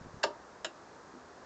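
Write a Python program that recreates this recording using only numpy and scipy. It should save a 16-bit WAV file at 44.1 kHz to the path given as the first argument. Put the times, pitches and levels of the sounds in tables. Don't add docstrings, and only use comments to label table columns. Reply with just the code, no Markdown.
import sys
import numpy as np
from scipy import signal
from scipy.fft import rfft, irfft
from scipy.io import wavfile
from scipy.ndimage import uniform_filter1d

SR = 44100
rng = np.random.default_rng(int(sys.argv[2]) if len(sys.argv) > 2 else 0)


def wav_out(sig):
    wavfile.write(sys.argv[1], SR, np.round(np.clip(np.atleast_2d(sig).T, -1, 1) * 32767).astype(np.int16))


def how_loud(loudness_db):
    steps = np.asarray(loudness_db, float) / 20
    return 10 ** steps


N = 63945

# pitch_hz, density_db (per Hz)
TRAFFIC_SPECTRUM = [(28, -26), (65, -8.5), (130, -10), (420, -4), (1150, -6), (1700, -11), (2200, -22),
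                    (3000, -29)]
# pitch_hz, density_db (per Hz)
HISS_SPECTRUM = [(300, -15.5), (2000, -1.5), (3000, -7.5), (4500, -3), (6800, -4), (7700, -4.5),
                 (8600, -1.5), (9200, -54.5)]
TRAFFIC_DB, HISS_DB = -53.5, -66
SWELL_DB, FLICKER_DB = .25, .4

# start_s, level_db, pitch_hz
WIND_PUFFS = [
    (.011, -40.5, 149),
    (0.047, -44.5, 200),
    (.058, -41, 172),
    (0.067, -39, 213),
    (0.083, -49, 127),
    (0.107, -51, 117),
    (.139, -40, 124),
    (0.168, -43, 147),
    (0.174, -71, 100),
    (0.183, -46, 148),
]
PUFF_CYCLES = 1.2
GUST_DB, GUST_HZ, GUST_ENDS_S = -62, 93, .19

# start_s, housing_level_db, panel_level_db, rattle_s
THROW_CONTACTS = [
    (.2303, -31, -56, 0.0016),
    (.2325, -27, -73.5, 0.0022),
    (.2362, -22, -39.5, 0.0019),
    (.2390, -24.5, -26, 0.0019),
    (.2440, -30, -45, 0.0056),
    (.2525, -47, -53, 0.0037),
    (.2640, -46, -56, 0.0042),
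    (.2735, -55.5, -55.5, 0.024),
]
# start_s, housing_level_db, panel_level_db, rattle_s
RETURN_CONTACTS = [
    (.6456, -34.5, -54, 0.0011),
    (.6466, -27, -46, .002),
    (.6495, -33, -48, 0.0035),
    (.6530, -35, -40, 0.0042),
    (.6570, -47.5, -53, 0.0039),
    (.6645, -44.5, -71, 0.0036),
]
# pitch_hz, level_db, t60_s
THROW_PANEL_MODES = [(273.7, -20, .2), (399, -6.5, 0.14), (430, -6.5, 0.076), (534.4, 0.5, 0.12),
                     (594, -11, 0.044), (593, -2.5, 0.13), (669, 1, 0.037), (730, -22.5, 0.015),
                     (860, -0.5, 0.019), (952.5, -11.5, 0.28), (912, 3, 0.082), (1191, 0.5, .05),
                     (1270, 3, 0.027), (1304, -16, 0.036)]
# pitch_hz, level_db, t60_s
THROW_HOUSING_MODES = [(1660, -31, 0.0084), (1648, 0.5, .03), (1940, -16, 0.02), (1970, -14, 0.017),
                       (2360, -3.5, 0.0067), (2687, -4.5, 0.013), (2993, -2, 0.021), (3137, -0.5, 0.007),
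                       (4140, -7.5, .015), (4520, -3.5, 0.0087), (5210, -6, 0.013), (5480, -7, 0.014),
                       (6800, -10.5, 0.005), (7060, -11.5, 0.016)]
# pitch_hz, level_db, t60_s
RETURN_PANEL_MODES = [(438, -32.5, 0.046), (625, 7, 0.04), (880, -3, 0.025), (923, -0.5, 0.048),
                      (1070, -21, 0.01), (1345, -41, .04)]
# pitch_hz, level_db, t60_s
RETURN_HOUSING_MODES = [(1460, -1, 0.021), (1630, -1.5, 0.014), (2080, -2, 0.013), (2370, -5.5, 0.0056),
                        (2750, -15.5, .08), (2915, -6, 0.02), (3430, -7, 0.004), (3570, -10.5, 0.014),
                        (3980, -9, 0.015), (5012, -12.5, 0.007), (5250, -9.5, 0.005), (6363, -10.5, 0.0122),
                        (7170, -25, 0.0075), (7000, -5.5, 0.0086)]
THROW_CRACK_DB, RETURN_CRACK_DB = 12.5, 20.5
CRACK_HZ, CRACK_WIDTH_HZ = 3600, 15000
ECHO_DB, ECHO_T60_S, ECHO_HZ = -13, 0.14, 3000
BOOM_DB, BOOM_T60_S, BOOM_HZ = -16.5, 0.3, 580
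PANEL_LOW_HZ = 260
CLICK_TOP_HZ = 8000

# start_s, level_db
SAG_HITS = [
    (.258, -42),
    (.662, -47),
]
# pitch_hz, level_db, t60_s
SAG_RING = [(200, -6, 0.087), (304, -3.5, 0.047), (345, 2, 0.2)]
# start_s, level_db
HAND_HITS = [
    (1.136, -45),
    (1.147, -45.5),
    (1.156, -46),
    (1.165, -59),
    (1.175, -49.5),
    (1.188, -58),
    (1.257, -50.5),
]
# pitch_hz, level_db, t60_s
HAND_RING = [(170, -11.5, 0.075), (249, -5, 0.17), (340, -5.5, 0.092), (480, -5, 0.078)]
TOP_HZ = 9300


def walk(rate_hz):
    k = int(SR / rate_hz)
    steps = np.repeat(rng.standard_normal(N // k + 1), k)
    w = uniform_filter1d(uniform_filter1d(steps, k), k)[:N]
    return (w - w.mean()) / w.std()


def colour(points):
    hz, db = np.transpose(points)
    f = np.fft.rfftfreq(N, 1 / SR) + 1
    return rfft(rng.standard_normal(N)) * how_loud(np.interp(np.log(f), np.log(hz), db))


def traffic_and_hiss():
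    spectrum, swell, traffic = colour(TRAFFIC_SPECTRUM), walk(5.5), 0
    place = 3 * np.log2((np.fft.rfftfreq(N, 1 / SR) + 1) / 20)
    for k in range(29):
        part = irfft(spectrum * np.clip(1 - abs(place - k), 0, 1), N)
        traffic = traffic + how_loud(SWELL_DB * swell + FLICKER_DB * walk(9.7)) * part
    hiss = irfft(colour(HISS_SPECTRUM), N)
    return traffic * how_loud(TRAFFIC_DB) / traffic.std() + hiss * how_loud(HISS_DB) / hiss.std()


def band(x, hz, width_hz):
    return signal.lfilter(*signal.iirpeak(hz, hz / width_hz, fs=SR), x)


def wind():
    t, puffs = np.arange(N) / SR, 0
    for start_s, level_db, pitch_hz in WIND_PUFFS:
        u = np.clip((t - start_s) * pitch_hz / PUFF_CYCLES, 0, 1)
        puffs = puffs + how_loud(level_db) * np.sin(np.pi * u) ** 2 * np.cos(2 * np.pi * PUFF_CYCLES * u)
    gust = band(rng.standard_normal(N), GUST_HZ, GUST_HZ)
    fade = 1 / (1 + np.exp((t - GUST_ENDS_S) / 0.01))
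    return puffs + how_loud(GUST_DB + 2.1 * walk(24.5)) * gust / gust.std() * fade


def ring(x, modes):
    out = 0
    for k, (hz, db, t60_s) in enumerate(modes):
        pole = np.exp(2j * np.pi * hz / SR - np.log(1000) / (t60_s * SR))
        out = out + (-1) ** k * how_loud(db) * signal.lfilter([1], [1, -pole], x).imag
    return out


def tub(x, level_db, t60_s, hz):
    t = np.arange(SR // 3) / SR
    tail = band(rng.standard_normal(len(t)), hz, 2.9 * hz) * how_loud(-60 * t / t60_s)
    tail = tail * (t > .003)
    return x + how_loud(level_db) * signal.fftconvolve(x, tail / np.sqrt(np.sum(tail ** 2)))[:N]


def switch(contacts, housing_modes, panel_modes, crack_db):
    t, tick, push = np.arange(N) / SR, np.zeros(N), np.zeros(N)
    for start_s, housing_db, panel_db, rattle_s in contacts:
        decay = np.exp(-np.clip(t - start_s, 0, 1) / rattle_s) * (t >= start_s)
        grit = rng.standard_normal(N) * decay
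        tick += how_loud(housing_db) * grit / np.sqrt(np.sum(grit ** 2))
        push[int(start_s * SR)] += how_loud(panel_db)
    bright = ring(tick, housing_modes) + how_loud(crack_db) * band(tick, CRACK_HZ, CRACK_WIDTH_HZ)
    body = ring(uniform_filter1d(push, size=9), panel_modes)
    sound = tub(bright, ECHO_DB, ECHO_T60_S, ECHO_HZ) + tub(body, BOOM_DB, BOOM_T60_S, BOOM_HZ)
    return signal.sosfilt(signal.butter(2, PANEL_LOW_HZ, "high", fs=SR, output="sos"), sound)


def knock(hits, modes):
    push = np.zeros(N)
    for start_s, level_db in hits:
        push[int(start_s * SR)] = how_loud(level_db)
    return ring(uniform_filter1d(push, size=41), modes)


def scene():
    clicks = switch(THROW_CONTACTS, THROW_HOUSING_MODES, THROW_PANEL_MODES, THROW_CRACK_DB)
    clicks = clicks + switch(RETURN_CONTACTS, RETURN_HOUSING_MODES, RETURN_PANEL_MODES, RETURN_CRACK_DB)
    clicks = signal.sosfilt(signal.butter(3, CLICK_TOP_HZ, fs=SR, output="sos"), clicks)
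    knocks = knock(SAG_HITS, SAG_RING) + knock(HAND_HITS, HAND_RING)
    return (clicks + knocks + wind() + traffic_and_hiss())[None]


def low_pass(x):
    return signal.sosfilt(signal.butter(12, 9030, fs=SR, output="sos"), x)


def record(dry):
    mix = signal.sosfilt(signal.cheby2(8, 50, TOP_HZ, fs=SR, output="sos"), dry)
    return low_pass(mix)


dry = scene()
out = record(dry)
wav_out(out)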